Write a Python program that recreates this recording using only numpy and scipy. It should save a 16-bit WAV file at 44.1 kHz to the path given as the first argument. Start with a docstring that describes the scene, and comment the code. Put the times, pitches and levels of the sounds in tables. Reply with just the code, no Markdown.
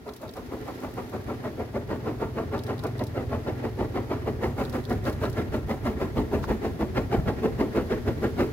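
"""A steam locomotive works its way closer through a forest, a little over six exhaust beats a second.
Each beat is enveloped noise: a thump, a booming chimney, a rasp and a hiss; all but the hiss echo off the trees.
Beneath it the train rumbles, rolls and leaks steam as noise, and the engine drones in low sine partials.
Close by, a camera shutter fires in short bursts of tiny noise clicks, and coupling gear knocks once in damped sines.
Wind buffets thud on the microphone as low noise, and two faint rustles crackle near it."""
import sys
import numpy as np
from scipy import signal
from scipy.fft import rfft, irfft, next_fast_len
from scipy.io import wavfile
from scipy.ndimage import uniform_filter1d

SR = 44100
rng = np.random.default_rng(int(sys.argv[2]) if len(sys.argv) > 2 else 0)


def transcribe(signal):
    """Save signal, clipped to [-1, 1], as a 16-bit WAV file at the path in sys.argv[1]."""
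    frames = np.atleast_2d(signal).T
    limited = np.clip(frames, -1, 1)
    pcm = np.round(limited * 32767).astype(np.int16)
    wavfile.write(sys.argv[1], SR, pcm)


N = 375732
TIME = np.arange(N) / SR
SIZE = next_fast_len(N, real=True)
FREQ = np.maximum(np.fft.rfftfreq(SIZE, 1 / SR), 1)

# Four exhaust beats to a turn of the driving wheels; the engine slows over the first turns, then holds its pace.
BEAT_COUNT = 54
FIRST_BEAT_S, TURN_S, FIRST_TURN_SHORTER_S, SLOWING_TURNS = 0.0852, 0.6337, 0.0303, 5
BEAT_SCATTER_DB, LENGTH_SCATTER = 0.65, 0.09  # chance from beat to beat
# Unevenly set valves, so every turn limps alike.
# Each row: lateness in seconds, boom offset in dB, rasp offset in dB, relative length.
VALVE_BEATS = [(-0.0002, 0.26, 0.37, 1.38), (0.0027, 0.05, 0.5, 1.42), (-0.0064, -1.5, -0.5, 1.22),
               (-0.0023, 0.7, -0.6, 1.16)]
# Strength of the blast as the engine works closer, before each layer's trim.
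# Each row: time in seconds, boom level in dB, rasp level in dB.
BLAST = [(0.1, -40.5, -38.5), (0.85, -36, -33.5), (1.5, -30.5, -32.5), (1.999, -28, -31), (2.9, -30, -31.5),
         (3.45, -28, -32.5), (4.3, -26, -30.5), (5.9, -26.5, -31), (6.3, -22.5, -31.2), (7.1, -24.3, -31.5),
         (7.65, -20, -29.8), (8.0, -23, -31), (8.42, -21, -31)]
# Single beats that stand out. Each row: time in seconds, extra boom in dB, extra rasp in dB.
ACCENTS = [(0.537, 5, 0), (2.227, 1, 1.5), (4.445, -0.5, 1), (4.605, -1.5, 1), (5.077, -1.5, 3),
           (7.451, 0.5, 0), (8.41, 2.5, 2)]
# Spectra of the four layers of a beat. Each row: frequency in Hz, relative level per Hz in dB.
THUMP_COLOUR = [(25, -18), (45, -4), (68, 5), (95, 2), (130, -2), (155, -12), (180, -16), (215, 3.5),
                (280, -48)]
BOOM_COLOUR = [(35, -30), (65, -9.5), (125, -6), (165, -15), (215, -1), (310, -2), (450, -4), (560, -13.5),
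               (800, -31)]
RASP_COLOUR = [(250, -13), (500, 3.5), (620, 4), (850, -2.5), (1050, -5.5), (1400, -13), (1550, -13.5),
               (2100, -14.5), (2400, -19.5), (2800, -21), (3200, -26), (5000, -30), (9000, -52)]
HISS_COLOUR = [(1800, -32), (3500, 4.5), (5000, 0), (7000, 3.5), (8400, -2), (9600, 1), (12500, 3),
               (15500, 0.5)]
# Resonances of chimney and smokebox. Each row: centre in Hz, width in Hz, lift in dB.
CHIMNEY = [(213, 4.7, 4), (242.7, 31, 6.5), (330, 8.9, 0), (374.6, 20.6, 5.5), (432, 19, 7.5),
           (1183, 15, 5.5), (1376, 71, 7.5), (1665, 6.7, 7.5), (1885, 59, 2)]
# Thump against the boom's strength. Each row: time in seconds, relative level in dB.
THUMP_LEVEL = [(0, -11), (2, -14), (4.2, -11), (5.4, -6), (6.5, -3.5), (7.4, -10), (8.52, -10)]
# Hiss against the rasp's strength, before trims. Each row: time in seconds, relative level in dB.
HISS_LEVEL = [(0, -20), (2, -26.5), (4.2, -25.5), (4.65, -19.5), (6.6, -20), (7.4, -22.5), (8.52, -20.5)]
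# The rasp turns brighter for a few beats. One row: middle in seconds, half length in seconds, lift in dB.
BRIGHT_SPELL = (5.39, 0.21, 4.1)
START_DISTANCE_M, SPEED_M_PER_S = 130, 11
# Reflections close to the direct path, from ballast and bank.
# Each row: delay in seconds, share of the direct sound, wander of the delay in seconds.
GLANCES = [(.0009, 0.31, 0.00025), (.0042, 0.38, 0.001224)]

# Echoes from wagons and forest edge, before the treble cut. Each row: delay in seconds, level in dB.
ECHOES = [(.036, -15.5), (.062, -27), (.093, -24.5)]
FOREST_T60_S, FOREST_DB, FOREST_CUT_HZ = 0.94, -11.5, 620  # wash level is before the cut

# The rolling train, before each layer's trim.
# Each row: time in seconds, rumble level in dB, rolling noise level in dB, steam leak level in dB.
TRAIN = [(0.0, -51.5, -46.5, -64.5), (0.69, -45.5, -38.5, -57), (1.68, -43.5, -38.5, -60.5),
         (3.8, -40.5, -37.5, -59), (5.41, -37, -37, -61), (7.24, -38, -37.5, -59), (8.52, -37.5, -37, -57)]
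# Spectra of the train's three layers. Each row: frequency in Hz, relative level per Hz in dB.
RUMBLE_COLOUR = [(18, -19), (30, -4), (45, -4.5), (62, 5), (90, 4), (125, 4.5), (145, -4), (175, -2.5),
                 (300, -60)]
ROLLING_COLOUR = [(100, -8), (170, -14.5), (245, 0), (420, -3), (520, -10), (800, -12), (1300, -21),
                  (1900, -17), (2700, -27.5), (5000, -36.5)]
LEAK_COLOUR = [(1200, 12), (2200, 7), (3200, 7.5), (4800, 6.5), (6500, 1), (8400, -5), (9700, -2.5),
               (12300, 1.5), (15500, -3)]

# Low drone from the engine. Each row: time in seconds, level in dB.
DRONE_LEVEL = [(0, -64), (1.2, -43), (3.1, -34.5), (3.9, -38.5), (5.2, -36.5), (6.5, -56), (8.52, -48)]
# Harmonics of the drone's cycle. Each row: multiple of the cycle rate, relative level in dB.
DRONE_PARTIALS = [(4, -7.5), (5, -3), (6, -4.5), (7, -8.5)]
DRONE_HZ = 20.55  # middle of the wandering cycle rate

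# Bursts of the camera. Each row: start in seconds, number of exposures, relative level in dB.
BURSTS = [(0.092, 2, -3.5), (2.592, 3, 0), (4.652, 4, -1)]
EXPOSURE_GAP_S = 0.2007
# Contacts within an exposure, before the burst's level.
# Each row: seconds after its start, bright snap in dB, ring of the body in dB, decay constant in seconds.
SHUTTER = [(-.013, -49.5, -48, 0.0047), (-.001, -43.5, -39, .003), (.004, -61, -46.5, 0.0034),
           (0.044, -40.5, -54, 0.0054), (.074, -46.5, -50.5, 0.011)]
# Spectra of snap and ring. Each row: frequency in Hz, relative level per Hz in dB.
SNAP_COLOUR = [(1500, -12), (4500, 6), (5500, 9.5), (6500, -1.5), (11500, 3.5), (15500, 1)]
CAMERA_BODY_COLOUR = [(2000, -50), (3200, -5), (3850, 5), (4900, -6), (5600, -20), (9000, -34)]

KNOCK_S = 6.4416
# Modes of the knocking coupling gear. Each row: frequency in Hz, level in dB, 60 dB decay time in seconds.
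KNOCK_MODES = [(880, -29, .025), (1090, -26, .022), (1380, -29, .02)]
# Spectrum of the scrape around the knock. Each row: frequency in Hz, relative level per Hz in dB.
SCRAPE_COLOUR = [(700, 1), (1200, 2), (2200, -14), (5200, -14), (9000, -25), (15000, -21)]

# Wind buffets. Each row: peak time in seconds, level in dB, half length in seconds.
BUFFETS = [(4.474, -29.5, 0.035), (5.397, -30, 0.01), (6.212, -46, .02), (6.75, -33, 0.024),
           (7.188, -17, 0.0097), (7.279, -27, 0.025)]
# Spectrum of wind on the microphone. Each row: frequency in Hz, relative level per Hz in dB.
EDDY_COLOUR = [(30, -13), (70, 8.5), (170, 4.5), (300, -35)]

# Faint dry rustles near the microphone. Each row: start in seconds, length in seconds, level in dB.
RUSTLES = [(0.15, 0.25, -62), (0.548, 0.8, -60.5)]
RUSTLE_ATTACK_S, RUSTLE_SAG_DB_PER_S, RUSTLE_RELEASE_S = 0.04, 12, 0.15

PORT_SPACING_S, LEFT_LEAD_S = 0.0005, 0.000085  # microphone ports, as travel times
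CUTOFF_HZ = 15800


def exhaust():
    """The turbulent jet rasps and hisses; the slug of steam thumps, and the chimney booms and rings on."""
    rows = chuffs()
    _, boom_db, rasp_db, _ = rows.T
    thump_db, = in_time(THUMP_LEVEL)
    hiss_db, = in_time(HISS_LEVEL)
    distance_m = START_DISTANCE_M - SPEED_M_PER_S * TIME

    thump = evened(air_noise(colour(THUMP_COLOUR), scattered=0.72), window_s=0.039) * from_db(thump_db)
    thump *= beats(rows, boom_db, lag_s=-0.0011, rise_s=0.012, fall_s=0.039, linger_db=-47, linger_s=0.08)

    boom = evened(air_noise(colour(BOOM_COLOUR, CHIMNEY), scattered=0.097), window_s=0.028)
    boom *= beats(rows, boom_db + 0.5, lag_s=0.0061, rise_s=0.023, fall_s=0.023, linger_db=-55, linger_s=0.08)

    rasp = evened(air_noise(colour(RASP_COLOUR, CHIMNEY), scattered=0.29), window_s=0.031)
    rasp *= from_db(1.23 * drift(170))  # rough flutter
    rasp *= beats(rows, rasp_db + 2.0, lag_s=0, rise_s=0.02, fall_s=0.018, linger_db=-27.5, linger_s=0.12)
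    rasp = along_the_line(rasp, distance_m, loss_db_per_m=0.0882)

    hiss = air_noise(colour(HISS_COLOUR), scattered=0.96) * from_db(hiss_db + 0.8 * drift(120))
    hiss *= beats(rows, rasp_db - 1.5, lag_s=-0.004, rise_s=0.025, fall_s=0.047, linger_db=-23.0, linger_s=0.08)
    return thump + boom + rasp, hiss


def chuffs():
    """The wheels time the beats; each row: crest in seconds before lags, boom dB, rasp dB, relative length."""
    beat = np.arange(BEAT_COUNT)
    turns = beat / len(VALVE_BEATS)
    late_s, boom_db, rasp_db, length = np.array(VALVE_BEATS)[beat % len(VALVE_BEATS)].T
    slowing = np.minimum(turns, SLOWING_TURNS)
    gained_s = FIRST_TURN_SHORTER_S * (slowing - slowing ** 2 / (2 * SLOWING_TURNS))
    s = FIRST_BEAT_S + TURN_S * turns - gained_s + late_s

    blast_s, blast_boom_db, blast_rasp_db = np.transpose(BLAST)
    boom_luck, rasp_luck, length_luck = rng.standard_normal((BEAT_COUNT, 3)).T
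    boom_db = boom_db + np.interp(s, blast_s, blast_boom_db) + BEAT_SCATTER_DB * boom_luck
    rasp_db = rasp_db + np.interp(s, blast_s, blast_rasp_db) + BEAT_SCATTER_DB * rasp_luck
    for accent_s, more_boom_db, more_rasp_db in ACCENTS:
        nearest = np.argmin(np.abs(s - accent_s))
        boom_db[nearest] += more_boom_db
        rasp_db[nearest] += more_rasp_db
    return np.transpose([s, boom_db, rasp_db, length * np.exp(LENGTH_SCATTER * length_luck)])


def beats(rows, levels_db, lag_s, rise_s, fall_s, linger_db, linger_s):
    """The exhaust port opens, the cylinder blows down quickly, and the piston pushes out the rest."""
    power = np.zeros(N)
    for (s, *_, length), db in zip(rows, levels_db):
        near = slice(max(int((s - 0.1) * SR), 0), int((s + 0.3) * SR))
        t = TIME[near] - s - lag_s
        after = np.maximum(t, 0)
        opening = np.exp(-(np.minimum(t, 0) / rise_s) ** 2 / length)
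        blowdown = np.exp(-after / (fall_s * length))
        pushed_out = from_db(linger_db) * np.exp(-after / linger_s)
        power[near] += (from_db(db) * opening * (blowdown + pushed_out)) ** 2
    return np.sqrt(power)


def along_the_line(x, distance_m, loss_db_per_m):
    """Wandering glancing reflections colour each beat anew; treble is lost with distance."""
    out = x
    for delay_s, share, wander_s in GLANCES:
        late = TIME - np.abs(delay_s + wander_s * drift(1.514))
        out = out + share * np.array([np.interp(late, TIME, channel) for channel in x])
    mellow = signal.sosfiltfilt(signal.butter(2, 1400, fs=SR, output="sos"), out)
    middle_s, half_s, bright_db = BRIGHT_SPELL
    spell_db = bright_db * np.exp(-((TIME - middle_s) / half_s) ** 2)
    air_loss_db = loss_db_per_m * (distance_m - np.mean(distance_m))  # against the mean distance
    return mellow + (out - mellow) * from_db(spell_db - air_loss_db)


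def forest(x):
    """A few distinct echoes, and the dull wash scattered by the trunks."""
    t = TIME[:SR]
    wash = rng.standard_normal((3, SR)) * from_db(-60 * t / FOREST_T60_S) * (1 - np.exp(-t / 0.051))
    wash = wash[:2] * 1.1 + wash[2]  # the two sides share part of the wash
    response = from_db(FOREST_DB) * wash / np.sqrt(np.sum(wash ** 2) / 2)
    for delay_s, db in ECHOES:
        response[:, int(delay_s * SR)] += from_db(db)
    response = signal.sosfilt(signal.butter(1, FOREST_CUT_HZ, fs=SR, output="sos"), response)
    return signal.fftconvolve(x, response, axes=1)[:, :N]


def train():
    """Wheels rumble unevenly and roll on the rails, and steam leaks with a slight flutter."""
    rumble_db, rolling_db, leak_db = in_time(TRAIN)
    lumps_db = 4.0 * np.minimum(drift(24), 1.2)
    rumble = evened(air_noise(colour(RUMBLE_COLOUR), scattered=1.0), window_s=0.1)
    rumble = rumble * from_db(rumble_db + 0.5 + lumps_db)
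    rolling = air_noise(colour(ROLLING_COLOUR, CHIMNEY), scattered=0.89)
    rolling = rolling * from_db(rolling_db - 3.0 + 2.5 * drift(37))
    leak = air_noise(colour(LEAK_COLOUR), scattered=0.93)
    leak = leak * from_db(leak_db + 3.5 + 0.8 * drift(90))
    return rumble + rolling + leak


def drone():
    """Low partials of one wandering cycle, each wavering in strength."""
    level_db, = in_time(DRONE_LEVEL)
    phase = 2 * np.pi * np.cumsum(DRONE_HZ * (1 + 0.02215 * drift(3.86))) / SR
    tone = np.zeros(N)
    for multiple, db in DRONE_PARTIALS:
        strength = from_db(db + 1.64 * drift(7.6))
        tone += strength * np.sin(round(multiple) * phase + rng.uniform(0, 2 * np.pi))
    return from_db(level_db) * rms_one(tone)


def camera():
    """Mirror and curtains make the same run of tiny contacts at each exposure."""
    snap, body = np.zeros((2, N))
    t = TIME[:SR // 10]
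    exposures = [(s + k * EXPOSURE_GAP_S, db) for s, count, db in BURSTS for k in range(round(count))]
    for start, level_db in exposures:
        for delay, snap_db, body_db, decay in SHUTTER:
            at = int((start + delay) * SR)
            fade = from_db(level_db) * np.exp(-t / decay) * (1 - np.exp(-t / 0.00013))
            snap[at:at + len(t)] += from_db(snap_db) * fade
            body[at:at + len(t)] += from_db(body_db) * fade
    snaps = snap * air_noise(colour(SNAP_COLOUR), scattered=1.0)
    rings = body * air_noise(colour(CAMERA_BODY_COLOUR), scattered=0.83)
    return snaps + rings


def knock():
    """Coupling gear gives a short scrape with one blow at its height, ringing in damped modes."""
    t = np.maximum(TIME - KNOCK_S, 0)
    blow = np.zeros(N)
    for hz, db, t60 in KNOCK_MODES:
        blow += from_db(db - 60 * np.minimum(t / t60, 10)) * np.sin(2 * np.pi * hz * t)
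    swell = from_db(-39.5) * np.exp(-((TIME - KNOCK_S) / 0.019) ** 2)
    return blow + swell * air_noise(colour(SCRAPE_COLOUR), scattered=1.0)


def wind():
    """Single eddies thud on the microphone as swells of low noise."""
    push = sum(from_db(db) * np.exp(-((TIME - s) / half_s) ** 2) for s, db, half_s in BUFFETS)
    return push * evened(air_noise(colour(EDDY_COLOUR), scattered=1.0), window_s=0.028)


def rustle():
    """Tiny crackles come in clumps; each rustle starts quickly, sags and dies away."""
    crackle = rms_one(from_db(9.5 * np.minimum(drift(120), 2.6)))
    level = 0
    for s, length, db in RUSTLES:
        t = TIME - s
        edges = np.exp(np.minimum(t, 0) / RUSTLE_ATTACK_S - np.maximum(t - length, 0) / RUSTLE_RELEASE_S)
        level = level + from_db(db - RUSTLE_SAG_DB_PER_S * np.maximum(t, 0)) * edges
    return level * crackle * air_noise(colour(HISS_COLOUR), scattered=0.69)


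def air_noise(gain, scattered):
    """Noise at two microphone ports: part straight from the track on the left, part from all around."""
    direct, mid, side = rfft(rng.standard_normal((3, SIZE)))
    share = np.clip(scattered, 0, 1)
    # scattered sound is alike at both ports in the bass and less so higher up
    alike = np.clip(0.89 * np.sinc(2 * FREQ * PORT_SPACING_S), -1, 1)
    sides = np.array([[1], [-1]])
    around = np.sqrt((1 + alike) / 2) * mid + np.sqrt((1 - alike) / 2) * side * sides
    ahead = direct * np.exp(1j * np.pi * FREQ * LEFT_LEAD_S * sides)
    spectrum = gain * (np.sqrt(1 - share) * ahead + np.sqrt(share) * around)
    return rms_one(irfft(spectrum)[:, :N])


def evened(noise, window_s):
    """Noise held to a steady power, so that the pressure behind it sets its strength."""
    window = max(int(window_s * SR), 2)
    return noise / np.sqrt(uniform_filter1d(np.mean(noise ** 2, axis=0), window) + 1e-6)


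def colour(points, resonances=()):
    """Gain at each frequency: a broad shape with closed ends, lifted at the resonances."""
    hz, db = np.transpose(points)
    shape = np.interp(np.log(FREQ), np.log(hz), db)
    lift = sum(top / (1 + (2 * (FREQ - centre) / width) ** 2) for centre, width, top in resonances)
    closed_ends = np.minimum(1, np.minimum(FREQ / hz[0], hz[-1] / FREQ)) ** 2
    return from_db(shape + lift) * closed_ends


def drift(rate_hz):
    """Random wander of spread 1, mostly slower than the rate, drawn at every 32nd sample."""
    step = 32
    count = N // step + 2
    hz = np.fft.rfftfreq(count, step / SR)
    slow = irfft(rfft(rng.standard_normal(count)) / (1 + (hz / rate_hz) ** 2) ** 2, count)
    return np.interp(np.arange(N) / step, np.arange(count), rms_one(slow))


def in_time(rows):
    """Each column of a curve, sample by sample."""
    s, *columns = np.transpose(rows)
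    return [np.interp(TIME, s, column) for column in columns]


def from_db(db):
    """Decibels to gain."""
    return 10 ** (np.asarray(db) / 20)


def rms_one(x):
    """Scale to unit power."""
    return x / np.sqrt(np.mean(x ** 2) + 1e-20)


def scene():
    """The locomotive with its echoes, and the small sounds near the microphone."""
    blast, hiss = exhaust()
    engine = blast + hiss + forest(blast) + train() + drone()
    return engine + camera() + knock() + wind() + rustle()


def record(dry):
    """The deepest bass is rolled off and the top is cut steeply."""
    dry = signal.sosfilt(signal.butter(2, 30, "high", fs=SR, output="sos"), dry)
    return signal.sosfilt(signal.ellip(12, 0.1, 90, CUTOFF_HZ, fs=SR, output="sos"), dry)


dry = scene()
out = record(dry)
transcribe(out)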